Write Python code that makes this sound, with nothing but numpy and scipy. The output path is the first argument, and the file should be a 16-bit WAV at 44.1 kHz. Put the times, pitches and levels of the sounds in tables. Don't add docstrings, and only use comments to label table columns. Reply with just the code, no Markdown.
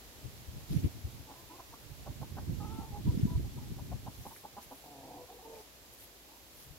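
import sys
import numpy as np
from scipy import signal
from scipy.fft import rfft, irfft
from scipy.io import wavfile
from scipy.ndimage import uniform_filter1d, map_coordinates

SR = 44100
rng = np.random.default_rng(int(sys.argv[2]) if len(sys.argv) > 2 else 0)


def materialize(psi):
    bounded = np.clip(np.atleast_2d(psi).T, -1, 1)
    quanta = np.round(bounded * 32767).astype(np.int16)
    wavfile.write(sys.argv[1], SR, quanta)


N = 299350
TIME = np.arange(N) / SR
FREQS = np.fft.rfftfreq(N, 1 / SR)

# [freq_hz, relative level_db per Hz]
AIR_SPECTRUM = [(25, -24), (55, 3), (110, -15), (290, -5.5), (730, -9), (1360, -14), (4200, -13),
                (7460, -16.5), (8670, -22), (12000, -15), (15800, -19.5)]
# [freq_hz, left_minus_right_db]
AIR_BALANCE_BY_HZ = [(100, 6), (2300, -1), (4400, -0.5), (7000, -5.5), (12000, -3)]
# [freq_hz, likeness 0 to 1]
AIR_LIKENESS_BY_HZ = [(100, 1), (600, 0.66), (1400, 0)]
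AIR_DB, AIR_DB_PER_S = -54, -0.3351

# [centre_s, half_length_s, level_db, left_minus_right_db]
GUST_EVENTS = [(0.258, 0.069, -48, 1.5), (0.576, 0.086, -48.5, -1), (0.756, 0.047, -32.5, -2.5),
               (0.853, 0.024, -33, -1), (0.987, 0.16, -45, -2), (2.267, 0.28, -45.5, -3.5),
               (2.668, 0.16, -40, -7.5), (3.175, 0.18, -36, -2), (3.636, 0.37, -41, 0),
               (6.72, 0.082, -59, 6)]
# [freq_hz, relative level_db per Hz]
BUFFET_SPECTRUM = [(20, -17), (60, 2), (130, 1.5), (180, -8), (265, -8), (400, -18), (600, -35.5),
                   (1500, -82)]
# [centre_s, level_db, pitch_hz, left_minus_right_db]
THUMP_EVENTS = [(0.49, -36.5, 80.5, 3), (0.712, -25.5, 156, 2), (0.767, -20.5, 139, -11),
                (0.846, -23.5, 234, 0), (1.053, -28, 83.4, 3), (2.497, -28, 160, 3), (2.79, -31.5, 241, -9),
                (3.08, -19.5, 179, 2), (3.096, -19, 92, 1), (3.177, -24, 204, -4), (3.198, -26, 233, -1),
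                (3.236, -16.5, 130, 2), (3.255, -18, 197, 2), (3.36, -21, 71.4, -2), (3.38, -24.5, 119, 0),
                (4.085, -38.5, 170, -3)]
BREEZE_DB, BREEZE_DB_PER_S = -57, -2
GUST_STEEPNESS = 2.44
GUST_BRIGHTENS, GUST_BRIGHT_HZ, GUST_FULL_DB = 0.4, 230, -40

# [freq_hz, relative level_db per Hz]
GRASS_SPECTRUM = [(1200, -5), (3500, 1), (5500, -1.5), (8800, -5.5), (11500, 2), (15500, -7)]
# [centre_s, half_length_s, level_db, crisp_top_db]
RUSTLE_EVENTS = [(0.716, .018, -62, -5), (0.79, 0.08, -66, 0), (4.21, 0.078, -59, 2),
                 (4.36, 0.062, -68, 12.5), (4.632, 0.015, -56.5, 2), (4.763, .08, -65, 7.5),
                 (5.587, 0.041, -58.5, -1), (5.94, 0.01, -64.5, 9.5), (6.025, 0.033, -59.5, 6.5),
                 (6.604, 0.057, -61.5, 5.5)]
GUST_HISS_DB, GUST_CRISP_DB = -20.5, -17
CRACKLES_PER_S, CRACKLE_DB = 260, -6.5
BLADE_PATCH_DB = 3

TICK_S, TICK_DB, TICK_HZ, TICK_WIDTH_HZ, TICK_DECAY_S = 4.362, -50.5, 1900, 700, 0.0072

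# [start_s, length_s, level_db, middle_pitch_hz, glide_hz_per_s, throat_hz]
COO_NOTES = [(1.27, 0.074, -56, 283, -400, 830), (1.349, 0.083, -61.5, 340, 200, 965),
             (1.495, 0.072, -54, 338, 697, 880), (2.792, 0.059, -54, 396, -450, 830),
             (3.064, 0.05, -54.5, 324, 351, 950), (3.267, 0.098, -55.5, 329.3, 200, 950),
             (3.435, 0.033, -65, 408, 0, 800), (3.57, 0.029, -55.5, 315, -100, 890),
             (3.597, 0.083, -66, 408, -450, 810), (5.279, 0.055, -55.5, 376, 1002, 754),
             (5.385, 0.037, -56.5, 382, 204, 780), (5.44, 0.031, -56.5, 294, -78, 880),
             (5.518, 0.034, -53.5, 306, -100, 600), (5.561, 0.062, -60.5, 414, -250, 830),
             (6.284, 0.094, -65.5, 300, 496, 890)]
# [multiple of throat_hz, width_hz, level_db]
COO_RESONANCES = [(.34, 200, -2), (.68, 220, -7), (1, 320, 0)]
COO_ARCH_DB = 2.5
# [start_s, length_s, start_level_db, start_pitch_hz, sag_hz_per_s, throat_hz]
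GROWL_NOTES = [(4.833, 0.38, -56.5, 152, 92.5, 695), (5.031, 0.18, -56, 164, 87, 710),
               (5.436, 0.23, -66, 152, 28.2, 710)]
# [multiple of throat_hz, width_hz, level_db]
GROWL_RESONANCES = [(.44, 140, 1), (.78, 240, -1), (1.02, 210, 2.5), (1.2, 200, -4)]
GROWL_SWELL_DB_PER_S, GROWL_RELEASE_S = 9, 0.027
# [start_s, length_s, level_db, start_pitch_hz, glide_hz_per_s, throat_hz]
CROON_NOTES = [(5.179, 0.07, -54, 470, 329, 800), (5.295, 0.093, -57.5, 476, 75, 536),
               (5.422, 0.195, -53, 463, -140, 696)]
# [multiple of throat_hz, width_hz, level_db]
CROON_RESONANCES = [(.74, 340, 0), (1.17, 300, -10)]
CROON_ARCH_DB = 3
# [time_s, pitch_hz, level_db]
WHINE_COURSE = [(2.595, 437.5, -50.5), (2.626, 397.3, -51), (2.654, 441.2, -53), (2.68, 415, -59),
                (2.72, 440, -55), (2.8, 443, -53.5), (2.9, 441, -62), (2.915, 410, -61), (2.95, 410, -50.5),
                (2.975, 414.4, -47.5), (2.994, 427, -58)]
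WHINE_HARMONIC_LEVELS = [-9.5, 0, -3.5]
WHINE_SHUT_S, WHINE_SHUT_DB_PER_S = 2.82, -330
# [strongest_beat_s, level_db, pulse_rate_hz, throat_hz, beak_edge_hz]
CLUCK_NOTES = [(1.313, -52, 141.4, 906, 1350), (1.599, -49, 332, 960, 1410),
               (1.739, -52.5, 204, 1080, 1300), (2.075, -46.5, 182.4, 860, 1540),
               (2.229, -47.5, 185, 860, 1590), (2.384, -44.5, 190, 900, 1980),
               (3.793, -52.5, 183, 905, 1190), (3.927, -47.5, 185.6, 840, 1130),
               (4.076, -45.5, 213, 916, 1240), (4.265, -45, 173, 867, 1100), (4.32, -53, 176, 980, 1180),
               (4.452, -46, 199, 906, 1230), (4.582, -45, 194, 936, 1420), (4.723, -47, 245, 890, 1120)]
# [multiple of throat_hz, width_hz, level_db]
CLUCK_RESONANCES = [(.28, 100, -0.5), (.69, 145, -1), (.95, 240, 6), (1.17, 220, -3), (1.62, 334, -8.5)]
CLUCK_SWELL_S, CLUCK_FADE_S, CLUCK_LEAD_S = 0.018, 0.0061, 0.016
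CLUCK_OPENS_PER_S = 12.6

PORT_DELAY_S = 0.000096
FAR_T60_S, FAR_DB = 0.31, -35
EDGE_HZ = 15850


def amp(db):
    return 10 ** (np.asarray(db) / 20)


def unit(x):
    return x / np.sqrt(np.mean(x ** 2) + 1e-20)


def read(points, hz):
    f, value = np.transpose(points)
    return np.interp(np.log(hz + 1), np.log(f + 1), value)


def panned(balance_db):
    return amp(np.array([[.5], [-.5]]) * balance_db)


def add(mix, s, sound):
    part = mix[..., max(round(s * SR), 0):][..., :sound.shape[-1]]
    part += sound[..., :part.shape[-1]]


def wander(size, hz):
    points = rng.standard_normal(4096)
    return map_coordinates(points, [np.arange(size) * hz / SR], order=3, mode="mirror")


def bell(s, half, steepness=2):
    return np.exp(-abs((TIME - s) / half) ** steepness / 2)


def noise(spectrum, likeness=0, balance_db=0):
    a, b = rfft(rng.standard_normal((2, N)))
    c = np.clip(likeness, -1, 1)
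    pair = np.array([a, c * a + np.sqrt(1 - c ** 2) * b])
    coloured = pair * amp(read(spectrum, FREQS)) * panned(balance_db)
    return unit(irfft(coloured, N))


def resonate(x, hz, width):
    turn = np.exp(2j * np.pi * np.cumsum(hz * np.ones(len(x))) / SR)
    r = np.exp(-np.pi * width / SR)
    smooth = signal.lfilter([(1 - r) ** 2], [1, -2 * r, r * r], x / turn)
    return 2 * (turn * smooth).real


def air():
    likeness = read(AIR_LIKENESS_BY_HZ, FREQS)
    balance_db = read(AIR_BALANCE_BY_HZ, FREQS)
    hush = noise(AIR_SPECTRUM, likeness, balance_db)
    return hush * amp(AIR_DB + AIR_DB_PER_S * TIME)


def gusts():
    power = sum((amp(db) * bell(s, half, GUST_STEEPNESS) * panned(side_db)) ** 2
                for s, half, db, side_db in GUST_EVENTS)
    breeze = amp(BREEZE_DB + BREEZE_DB_PER_S * TIME)
    return np.sqrt(power + breeze ** 2)


def wind(level_db=-1, cycles=0.46):
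    shared_db = 5 * np.tanh(wander(N, 28))
    own_db = 5 * np.tanh([wander(N, 55), wander(N, 55)])
    strength = gusts()
    buffet = noise(BUFFET_SPECTRUM, likeness=.15)
    high_pass = signal.butter(2, GUST_BRIGHT_HZ, "high", fs=SR, output="sos")
    fine = signal.sosfiltfilt(high_pass, buffet)
    fine_gain = (strength / amp(GUST_FULL_DB)) ** GUST_BRIGHTENS
    turbulence = buffet + fine * (fine_gain - 1)
    out = turbulence * strength * amp(level_db + shared_db + own_db)
    t = np.arange(-SR // 20, SR // 20) / SR
    for s, db, hz, balance_db in THUMP_EVENTS:
        phase = 2 * np.pi * rng.random() + np.array([[.7], [-.7]]) * rng.choice([-1, 1])
        eddy = np.cos(2 * np.pi * hz * t + phase) / np.cosh(hz * t / cycles)
        add(out, s + t[0], amp(db) * eddy * panned(balance_db))
    return out


def blades():
    snaps = (rng.random(N) < CRACKLES_PER_S / SR) * rng.standard_normal((2, N))
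    raw = rng.standard_normal((2, N)) + amp(CRACKLE_DB) * unit(snaps)
    rub = unit(irfft(rfft(raw) * amp(read(GRASS_SPECTRUM, FREQS)), N))
    z = signal.stft(rub, nperseg=256)[2]
    patches = uniform_filter1d(rng.standard_normal(z.shape[1:]), size=12, axis=0)
    patches = unit(uniform_filter1d(patches, size=7, axis=1))
    return unit(signal.istft(z * amp(BLADE_PATCH_DB * patches))[1][:, :N])


def grass(stir_db=-70):
    swish = blades()
    top = signal.sosfiltfilt(signal.butter(2, 8500, "high", fs=SR, output="sos"), swish)
    restless_db = 5 * np.tanh(wander(N, 10)) + 2 * wander(N, 60)
    stir = amp(stir_db) * top * amp(restless_db)
    dull_swish = swish + (amp(GUST_CRISP_DB) - 1) * top
    blown = amp(GUST_HISS_DB) * gusts().mean(0) * dull_swish
    rustles = sum(amp(db) * bell(s, half) * (swish + (amp(crisp_db) - 1) * top)
                  for s, half, db, crisp_db in RUSTLE_EVENTS)
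    return stir + blown + rustles


def tick():
    out, t = np.zeros(N), np.arange(SR // 20) / SR
    ring = unit(resonate(rng.standard_normal(len(t)), TICK_HZ, TICK_WIDTH_HZ))
    add(out, TICK_S, amp(TICK_DB) * ring * np.exp(-t / TICK_DECAY_S))
    return out


def throat(drive, hz, modes, edge_hz):
    voiced = sum(amp(db) * resonate(drive, hz * ratio, width) for ratio, width, db in modes)
    return signal.sosfilt(signal.butter(5, edge_hz, fs=SR, output="sos"), voiced)


def pulses(turns):
    return np.diff(np.floor(turns), prepend=np.floor(turns[0]))


def call(rows, modes, edge_hz, jitter, shimmer, rough):
    s, *columns = np.transpose(rows)
    t = np.arange(s[0], s[-1], 1 / SR)
    level_db, hz, throat_hz = (np.interp(t, s, c) for c in columns)
    turns = np.cumsum(hz * (1 + jitter * wander(len(t), 130))) / SR
    puffs = np.exp(-(turns % 1) / 0.57) * rng.standard_normal(N)[:len(t)]
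    clicks = unit(pulses(turns) - hz / SR) * (1 + shimmer * wander(len(t), 116.4))
    voice = throat(clicks + rough * unit(puffs), throat_hz, modes, edge_hz)
    voice = voice / np.sqrt(uniform_filter1d(voice ** 2, size=1500) + 1e-12)
    return s[0], amp(level_db) * voice * signal.windows.tukey(len(t), 0.0052 * SR / len(t))


def arch(s, length, db, first_hz, last_hz, throat_hz, arch_db):
    return [(s, db - arch_db, first_hz, throat_hz),
            (s + length / 2, db + 2.0, (first_hz + last_hz) / 2, throat_hz),
            (s + length, db - arch_db, last_hz, throat_hz)]


def coo(s, length, db, hz, glide, throat_hz):
    half_glide = glide * length / 2
    rows = arch(s, length, db, hz - half_glide, hz + half_glide, throat_hz, COO_ARCH_DB)
    return call(rows, COO_RESONANCES, edge_hz=1200, jitter=.021, shimmer=.4, rough=.5)


def growl(s, length, db, hz, sag, throat_hz, fade_db=-6):
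    steps = [(0, 0), (length - GROWL_RELEASE_S, 0), (length, fade_db)]
    rows = [(s + t, db + GROWL_SWELL_DB_PER_S * t + drop_db, hz - sag * t, throat_hz)
            for t, drop_db in steps]
    return call(rows, GROWL_RESONANCES, edge_hz=960, jitter=.029, shimmer=.4, rough=.58)


def croon(s, length, db, hz, glide, throat_hz):
    rows = arch(s, length, db, hz, hz + glide * length, throat_hz, CROON_ARCH_DB)
    return call(rows, CROON_RESONANCES, edge_hz=1050, jitter=.02, shimmer=.3, rough=.65)


def whine(jitter=0.0144, shimmer=0.29, breath_db=-9):
    times, pitch, level_db = np.transpose(WHINE_COURSE)
    t = np.arange(times[0], times[-1], 1 / SR)
    hz = np.interp(t, times, pitch) * (1 + jitter * wander(len(t), 129.5))
    turns = np.cumsum(hz) / SR
    muffled_db = WHINE_SHUT_DB_PER_S * np.maximum(t - WHINE_SHUT_S, 0)
    voice = sum(amp(db + muffled_db * (k > 2)) * np.sin(2 * np.pi * k * turns)
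                for k, db in enumerate(WHINE_HARMONIC_LEVELS, 1))
    breath = unit(resonate(rng.standard_normal(len(t)), 2 * hz, 450))
    voice = unit(voice) * (1 + shimmer * wander(len(t), 102.2)) + amp(breath_db) * breath
    return t[0], amp(np.interp(t, times, level_db)) * voice * signal.windows.tukey(len(t), .06)


def cluck(s, level_db, hz, throat_hz, edge_hz, jitter=0.09, rough=0.045):
    t = np.arange(-SR // 25, SR // 20) / SR
    turns = np.cumsum(hz * (1 + jitter * wander(len(t), 203.2))) / SR
    size = np.exp(np.where(t < 0, t / CLUCK_SWELL_S, -t / CLUCK_FADE_S)) * (t > -CLUCK_LEAD_S)
    beats = pulses(turns - np.interp(0, t, turns)) + rough * rng.standard_normal(len(t))
    opening = np.exp(CLUCK_OPENS_PER_S * np.clip(t, -CLUCK_LEAD_S, CLUCK_FADE_S))
    voice = throat(beats * size, throat_hz * opening, CLUCK_RESONANCES, edge_hz)
    return s + t[0], amp(level_db) * voice / np.sqrt(np.sum(voice ** 2) * 50 / SR)


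def hens():
    flock = np.zeros(N)
    voices = (cluck, CLUCK_NOTES), (coo, COO_NOTES), (growl, GROWL_NOTES), (croon, CROON_NOTES)
    for voice, table in voices:
        for row in table:
            add(flock, *voice(*row))
    add(flock, *whine())
    return flock


def garden(x, t60, wet_db):
    t = np.arange(SR // 2) / SR
    decay = amp(-60 * t / t60) + amp(FAR_DB - 60 * t / FAR_T60_S)
    sparse = rng.standard_normal((2, len(t))) * (rng.random((2, len(t))) < 2000 / SR)
    taps = sparse * (t > .003) * decay
    tail = signal.fftconvolve(x[None], taps / np.linalg.norm(taps[0]), axes=1)[:, :N]
    direct = np.array([x, np.interp(TIME - PORT_DELAY_S, TIME, x)])
    return direct * panned(-0.58) + amp(wet_db) * tail


def scene():
    calls = garden(hens() + tick(), t60=0.097, wet_db=-9)
    return calls + wind() + grass() + air()


def record(dry):
    low_pass = signal.firwin(511, EDGE_HZ, window=("kaiser", 9), fs=SR)
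    return signal.oaconvolve(dry, low_pass[None], "same")


dry = scene()
out = record(dry)
materialize(out)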